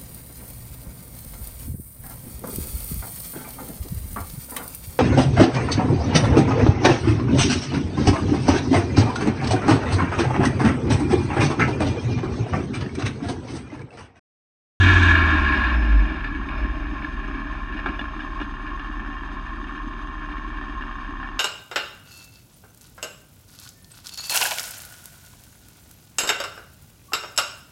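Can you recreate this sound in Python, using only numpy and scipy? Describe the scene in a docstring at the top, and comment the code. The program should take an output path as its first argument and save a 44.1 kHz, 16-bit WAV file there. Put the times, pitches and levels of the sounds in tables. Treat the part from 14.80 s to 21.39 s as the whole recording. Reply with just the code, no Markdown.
"""In the cockpit of an open race car, which slows on a closed throttle and then rolls along at idle.
The four-cylinder exhaust is a set of sine tones that boom and sink as the revs fall. Valves, block, bodywork
and gears are trains of small blows that make metal ring; the gears rattle hardest until the drive is
unloaded near 1 s. The chassis clacks and knocks now and then, in short jolts sent through the same kind of
resonances. Shaped noise makes the tyre roar, the sizzle, the buffeting air and the steady hiss."""
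import sys
import numpy as np
from scipy import signal
from scipy.fft import rfft, irfft
from scipy.io import wavfile

SR = 44100
rng = np.random.default_rng(int(sys.argv[2]) if len(sys.argv) > 2 else 0)


def waveform_to_disk(signal):
    """Save audio, clipped to [-1, 1], as 16-bit WAV at the path in sys.argv[1]."""
    frames = np.transpose(np.atleast_2d(signal))
    scaled = np.clip(frames, -1, 1) * 32767
    samples = np.round(scaled).astype(np.int16)
    wavfile.write(sys.argv[1], SR, samples)


N = 290619
TIME = np.arange(N) / SR  # seconds

# The revs fall, then hunt around idle: t/s, firing rate/Hz
FIRING_RATE = [(0.0, 94.4), (0.59, 75.4), (0.88, 61.3), (1.56, 35.1), (1.69, 35), (1.89, 35), (2.22, 37.4),
               (2.88, 37.5), (3.01, 38.7), (3.78, 33), (4.2, 37.6), (4.68, 36.8), (5.69, 37.3),
               (6.04, 34.5), (6.26, 32), (6.59, 35.7)]
IDLE_RATE, TOP_RATE = 36, 91  # firings per second that count as revs 0 and 1
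# The wheels drive the engine until the clutch opens: when, and how long that takes
CLUTCH_S, CLUTCH_TAKES_S = 0.96, 0.026
# Road speed reaches zero at this time; a power under 1 brakes harder towards the end
CRAWL_S, BRAKE_POWER = 3.95, 0.82

# The firing tone swells where its rate meets a resonance: f/Hz, half width/Hz, level/dB
BOOM_MODES = [(94.7, 13, -20), (56.8, 2.5, -20.5), (50.35, 3.2, -13.5)]
# Weak exhaust tones: multiple of the firing rate, level/dB against the drumming body
EXHAUST_ORDERS = [(.5, -15.5), (0.749, -17.5), (1.25, -16.5), (1.5, -16), (2, -14), (3.002, -22.5),
                  (4.001, -14.5)]
# Strength of each cylinder through one engine cycle: level/dB
CYLINDER_DB = [-9, -7, 4.8, 11.5]
# Strength of each valve through one engine cycle, used for body and gear blows too: level/dB
VALVE_DB = [0, 3.5, 3, -5, 4.5, -1.3, 4, 2]
VALVE_CHATTER = 0.65  # loose chatter against the clean snap

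# Resonances of the engine block: f/Hz, width/Hz, level/dB
BLOCK_MODES = [(635.4, 24, -12.5), (962, 170, -13.5), (1074, 48.6, 6), (1203, 86, -4.5)]
# Resonances of the bodywork: f/Hz, width/Hz, level/dB
BODY_MODES = [(130, 120, -20), (223.5, 41.5, 0), (292.8, 48.2, 4), (368, 35, -6)]
# Where the drumming body's level is set: lowest f/Hz, highest f/Hz
DRUM_BAND = (190, 420)
# Resonances of the gearbox: f/Hz, width/Hz, level/dB
GEARBOX_MODES = [(655, 60, -9.5), (870, 200, -18.5), (1027, 237, -3.5), (1388, 66, 5.5), (1644, 176, 6),
                 (1685, 97, 12.5), (1820, 66, -2), (2298, 134, 2.5), (2536, 125, 0.5), (2825, 66, -1),
                 (2660, 1000, -13.5), (3210, 92, -15), (3626, 230, -14), (4100, 61, -10), (4710, 350, -22),
                 (5430, 67, -34), (6200, 230, -40), (8000, 3000, -48.5), (10300, 780, -67.5)]
# Where the gear rattle's level is set: lowest f/Hz, highest f/Hz
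RATTLE_BAND = (2150, 2700)
# Resonances of the cylinder head: f/Hz, width/Hz, level/dB
HEAD_MODES = [(775, 69, -7), (1076, 214, -1.5), (1367, 100, -4.5), (1577, 150, -3.5), (1773, 93, 3),
              (2811, 54, -8), (3170, 67, -13.5), (3420, 190, -22), (5250, 130, -28.5)]

# Chassis knocks: t/s, gearbox level/dB, bodywork level/dB, fittings level/dB
KNOCKS = [(1.846, -44, -26, -60), (2.99, -30.5, -45, -50), (3.06, -24, -23, -46), (3.087, -29, -27.5, -52),
          (3.192, -29.5, -39, -35.5), (3.212, -30.5, -40, -44), (3.405, -39, -50, -38),
          (3.6, -28, -36, -48), (3.613, -28.5, -31, -38.5), (3.995, -32, -47, -39)]
KNOCK_DECAY_S = 0.0049
# A heavier knock scrapes longer: the decay above holds at this body level and doubles every so many dB
KNOCK_WEIGHT_DB, DOUBLING_DB = -37.5, 15.5
# Dry clacks of play in the gears: t/s, level/dB
CLACKS = [(1.408, -23.5), (1.688, -18), (1.752, -26), (2.246, -19.5), (5.524, -24.5), (5.581, -25),
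          (6.023, -23)]
CLACK_DECAY_S = 0.002
# How much of a clack reaches gearbox, bodywork and fittings: level/dB
CLACK_PATHS_DB = (-6.5, -13, -30)
# Resonances of loose metal fittings: f/Hz, width/Hz, level/dB
FITTING_MODES = [(2880, 130, 15), (3460, 150, 16), (4910, 870, -6), (7730, 3100, -39)]
# Hollow clunk of the tub, struck along with the gearbox: f/Hz, width/Hz, level/dB
TUB_MODES = [(630, 160, -5), (840, 270, -1), (1130, 250, 5.5)]
CLUNK_DB = -4
# One soft low bump: t/s, f/Hz, length/s, level/dB
BUMP = (1.85, 50, .025, -18.5)

# Tyres rolling on tarmac, heard through the tub: f/Hz, width/Hz, level/dB
ROAD_MODES = [(624, 74, 0.5), (836, 162, -2), (2410, 390, -5.5), (5218, 83, -14.5)]
# High sizzle of the fast drivetrain: f/Hz, width/Hz, level/dB
SIZZLE_MODES = [(3416, 570, 3), (5970, 1300, -12.5), (7900, 660, -22.5), (10700, 340, -24.5)]
# The sizzle is stronger at first: until t/s, dying over t/s, extra level/dB
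SIZZLE_SURGE = (0.34, .08, 5.6)
# Spectrum of the buffeting air: f/Hz, relative level per Hz/dB
BUFFET_SPECTRUM = [(18, -46.5), (38, -1.5), (52, 6), (75, -7), (120, -14), (200, -23), (450, -51),
                   (1000, -76.5)]
# Spectrum of the steady hiss: f/Hz, relative level per Hz/dB
HISS_SPECTRUM = [(800, -12), (2000, 1), (3700, 5.5), (4300, -7.5), (4650, 0), (5200, -7.5), (5750, -22),
                 (6100, -12), (6340, 3), (6600, -15), (8000, -17.5), (10200, -21.5), (10750, -15.5),
                 (12000, -47.5), (15000, -61.5)]
HISS_FLUTTER_DB = 1.8
EDGE_HZ = 15100  # the treble is cut above this


def exhaust(turns):
    """The firing tone booms as it falls through resonances; unequal cylinders add weak tones around it."""
    rate = curve(FIRING_RATE)
    boom = sum(amp(db) * np.exp(-((rate - hz) / width) ** 2) for hz, width, db in BOOM_MODES)
    loudness = (level(idle_db=-35, revs_db=11.5, speed_db=3.5) + boom) * amp(0.5 * drift(24))
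    firing_tone = loudness * np.sin(2 * np.pi * turns)
    orders = sum(amp(db) * np.sin(2 * np.pi * (order * turns + rng.random())) for order, db in EXHAUST_ORDERS)
    return np.sqrt(2) * (firing_tone + drumming() * orders)


def block(turns):
    """Each firing strikes the engine block and makes it ring."""
    firings = blows(turns, CYLINDER_DB, spread_db=1.64, scatter_s=0.0004, decay_s=0.096, loose=1.73)
    return level(idle_db=-39.5, load_db=11, speed_db=-2.0) * ring(firings, BLOCK_MODES)


def bodywork(turns):
    """The body panels drum, shaken at twice the firing rate."""
    shakes = blows(2 * turns, VALVE_DB, spread_db=2.46, scatter_s=0.00086, decay_s=0.02, loose=1.23)
    return drumming() * ring(shakes, BODY_MODES, DRUM_BAND)


def gears(turns):
    """Teeth slap across their play as the crank speeds and slows, in uneven bursts; hardest under load."""
    slaps = blows(2 * turns + 0.37, VALVE_DB, spread_db=3.5, scatter_s=0.000871, decay_s=0.018, loose=3.7)
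    force = level(idle_db=-53.5, revs_db=9.5, load_db=7.5, speed_db=10.5)
    bursts = amp(0.53 * drift(52))
    return force * bursts * ring(slaps, GEARBOX_MODES, RATTLE_BAND)


def valves(turns):
    """Eight valves snap shut in each engine cycle and ring the cylinder head."""
    snaps = blows(2 * turns - 0.25, VALVE_DB, spread_db=2.0, scatter_s=0.0003, decay_s=0.004,
                  loose=VALVE_CHATTER)
    return level(idle_db=-40.5, revs_db=8.5, load_db=4.5, speed_db=-2.0) * ring(snaps, HEAD_MODES)


def chassis():
    """Clacks and knocks shake gearbox, body and fittings; knocks also clunk the tub; one bump is only bass."""
    knocks = np.zeros((3, N))
    for s, gearbox_db, body_db, fittings_db in KNOCKS:
        decay_s = KNOCK_DECAY_S * 2 ** ((body_db - KNOCK_WEIGHT_DB) / DOUBLING_DB)
        knocks += np.outer(amp([gearbox_db, body_db, fittings_db]), jolt(s, decay_s, crack=0.47))
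    clacks = sum(amp(db) * jolt(s, CLACK_DECAY_S, crack=0.63) for s, db in CLACKS)
    gearbox, body, fittings = knocks + np.outer(amp(CLACK_PATHS_DB), clacks)
    rattles = ring(gearbox, GEARBOX_MODES) + ring(body, BODY_MODES) + ring(fittings, FITTING_MODES)
    clunk = amp(CLUNK_DB) * ring(knocks[0], TUB_MODES)
    s, hz, length_s, db = BUMP
    swell = np.exp(-((TIME - s) / length_s) ** 2)
    bump = amp(db) * swell * np.cos(2 * np.pi * hz * (TIME - s))
    return rattles + clunk + bump


def tyres():
    """Rolling tyres make a dull, uneven roar that sinks as the car loses speed."""
    roar = ring(rng.standard_normal(N), ROAD_MODES)
    return roar * level(idle_db=-54.5, speed_db=15) * amp(2.4 * drift(6.2))


def sizzle():
    """The fast drivetrain makes a fluttering high noise that fades with the revs."""
    surge_s, dying_s, surge_db = SIZZLE_SURGE
    surge = amp(surge_db * until(surge_s, dying_s) + 1.3 * drift(35))
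    return ring(rng.standard_normal(N), SIZZLE_MODES) * level(idle_db=-65.5, revs_db=26) * surge


def buffeting():
    """Air tumbling into the open cockpit makes low, wavering noise that grows with road speed."""
    return noise(BUFFET_SPECTRUM) * level(idle_db=-39.5, speed_db=14.0) * amp(0.77 * drift(5.5))


def hiss():
    """A noise with a fixed spectrum and a slight flutter stays behind everything."""
    return noise(HISS_SPECTRUM) * amp(-59.0 + HISS_FLUTTER_DB * drift(22))


def cockpit(x, decay_s=0.0041, echo_db=-7):
    """The small hard panels throw only the treble back, in a brief cluster of echoes."""
    t = TIME[:SR // 25]
    echoes = rng.standard_normal(len(t)) * np.exp(-t / decay_s / 2) * (t > 0.001)
    echoes /= np.linalg.norm(echoes)
    treble_only = signal.butter(4, 3600, "high", fs=SR, output="sos")
    echoes = signal.sosfilt(treble_only, echoes)
    return x + amp(echo_db) * signal.oaconvolve(x, echoes)[:N]


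def level(idle_db, revs_db=0, load_db=0, speed_db=0):
    """A part's gain: its level at idle plus what full revs, a loaded drive and full road speed each add."""
    revs = (curve(FIRING_RATE) - IDLE_RATE) / (TOP_RATE - IDLE_RATE)
    load = until(CLUTCH_S, CLUTCH_TAKES_S)
    speed = np.maximum(1 - TIME / CRAWL_S, 0) ** BRAKE_POWER
    return amp(idle_db + revs_db * revs + load_db * load + speed_db * speed)


def drumming():
    """How hard the bodywork shakes: more with revs and road speed."""
    return level(idle_db=-40.5, revs_db=9.0, speed_db=6.5)


def blows(turns, pattern_db, spread_db, scatter_s, decay_s, loose):
    """One sharp blow per turn, each part a little early or late, followed by loose chatter."""
    at = np.flatnonzero(np.diff(np.floor(turns)) > 0)  # samples where a new turn begins
    part = np.arange(len(at)) % len(pattern_db)
    lateness = rng.standard_normal(len(pattern_db))[part]  # each part keeps its own
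    slip, force = rng.standard_normal((2000, 2))[:len(at)].T  # these differ at every blow
    shift = np.round((lateness + 0.6 * slip) * scatter_s * SR).astype(int)
    at = np.clip(at + shift, 0, N - 1)
    strength = amp(np.take(pattern_db, part) + spread_db * force)
    clicks = np.zeros(N)
    clicks[at] = strength / np.sqrt(np.gradient(turns)[at])  # keeps the power even as the rate changes
    # The power of the chatter dies away after each click
    shaking = np.sqrt(signal.lfilter([1], [1, -np.exp(-1 / (decay_s * SR))], clicks ** 2))
    chatter = unit(shaking * rng.standard_normal(N))
    return unit(unit(clicks) + loose * chatter)


def jolt(s, decay_s, crack):
    """A sharp blow at the given time, followed by a short scrape."""
    scrape = np.exp(-TIME[:SR // 8] / decay_s / 2) * rng.standard_normal(SR // 8)
    scrape[0] = crack * np.linalg.norm(scrape)
    return np.pad(scrape, (round(s * SR), N))[:N]


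def ring(x, modes, band=(0, SR), size=8192):
    """Sends x through steep resonances, scaled so that white noise keeps its power inside the band."""
    hz = abs(np.fft.fftfreq(size, 1 / SR))
    power = sum(amp(db) ** 2 / (1 + ((hz - f) / (0.8 * width)) ** 2) ** 2.5 for f, width, db in modes)
    bass = (hz / modes[0][0]) ** 4
    power = power * bass / (0.1 + bass) + 1e-12  # little radiates below the first mode
    power /= np.mean(power * (hz >= band[0]) * (hz <= band[1]))
    # Minimum phase: the ringing starts with the blow, never before it
    spectrum = np.exp(np.conj(signal.hilbert(np.log(power) / 2)))
    response = np.fft.ifft(spectrum).real
    return signal.oaconvolve(x, response[:size // 2])[:N]


def noise(points):
    """Noise of size 1 with the given spectrum."""
    hz, db = np.transpose(points)
    shape_db = np.interp(np.log(np.fft.rfftfreq(N, 1 / SR) + 1), np.log(hz), db)
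    return unit(irfft(rfft(rng.standard_normal(N)) * amp(shape_db), N))


def drift(hz):
    """Slow random wandering of size 1, up to about the given rate."""
    slowness = 1 + (np.fft.rfftfreq(N, 1 / SR) / hz) ** 4
    return unit(irfft(rfft(rng.standard_normal(N)) / slowness, N))


def until(s, takes_s):
    """1 before the given time, 0 after it, with a short ramp between."""
    return np.clip(0.5 + (s - TIME) / takes_s, 0, 1)


def curve(rows):
    """Joins the (time, value) rows of a table by straight lines."""
    return np.interp(TIME, *np.transpose(rows))


def unit(x):
    """Scales a signal to size 1 (root mean square)."""
    return x / np.sqrt(np.mean(x ** 2) + 1e-20)


def amp(db):
    """Turns decibels into a plain factor."""
    return 10 ** (np.asarray(db) / 20)


def scene():
    """One slightly unsteady crank drives every part of the engine."""
    unsteadiness = 1 + 0.00623 * drift(10.84)
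    turns = np.cumsum(curve(FIRING_RATE) * unsteadiness) / SR  # counts the firings so far
    engine = exhaust(turns) + block(turns) + bodywork(turns) + gears(turns) + valves(turns)
    background = tyres() + sizzle() + buffeting() + hiss()
    return cockpit(engine + chassis() + background)[None]


def record(dry):
    """A steep filter removes the highest treble."""
    lowpass = signal.firwin(511, EDGE_HZ, window=("kaiser", 9), fs=SR)
    return signal.oaconvolve(dry, lowpass[None], "same")


dry = scene()
out = record(dry)
waveform_to_disk(out)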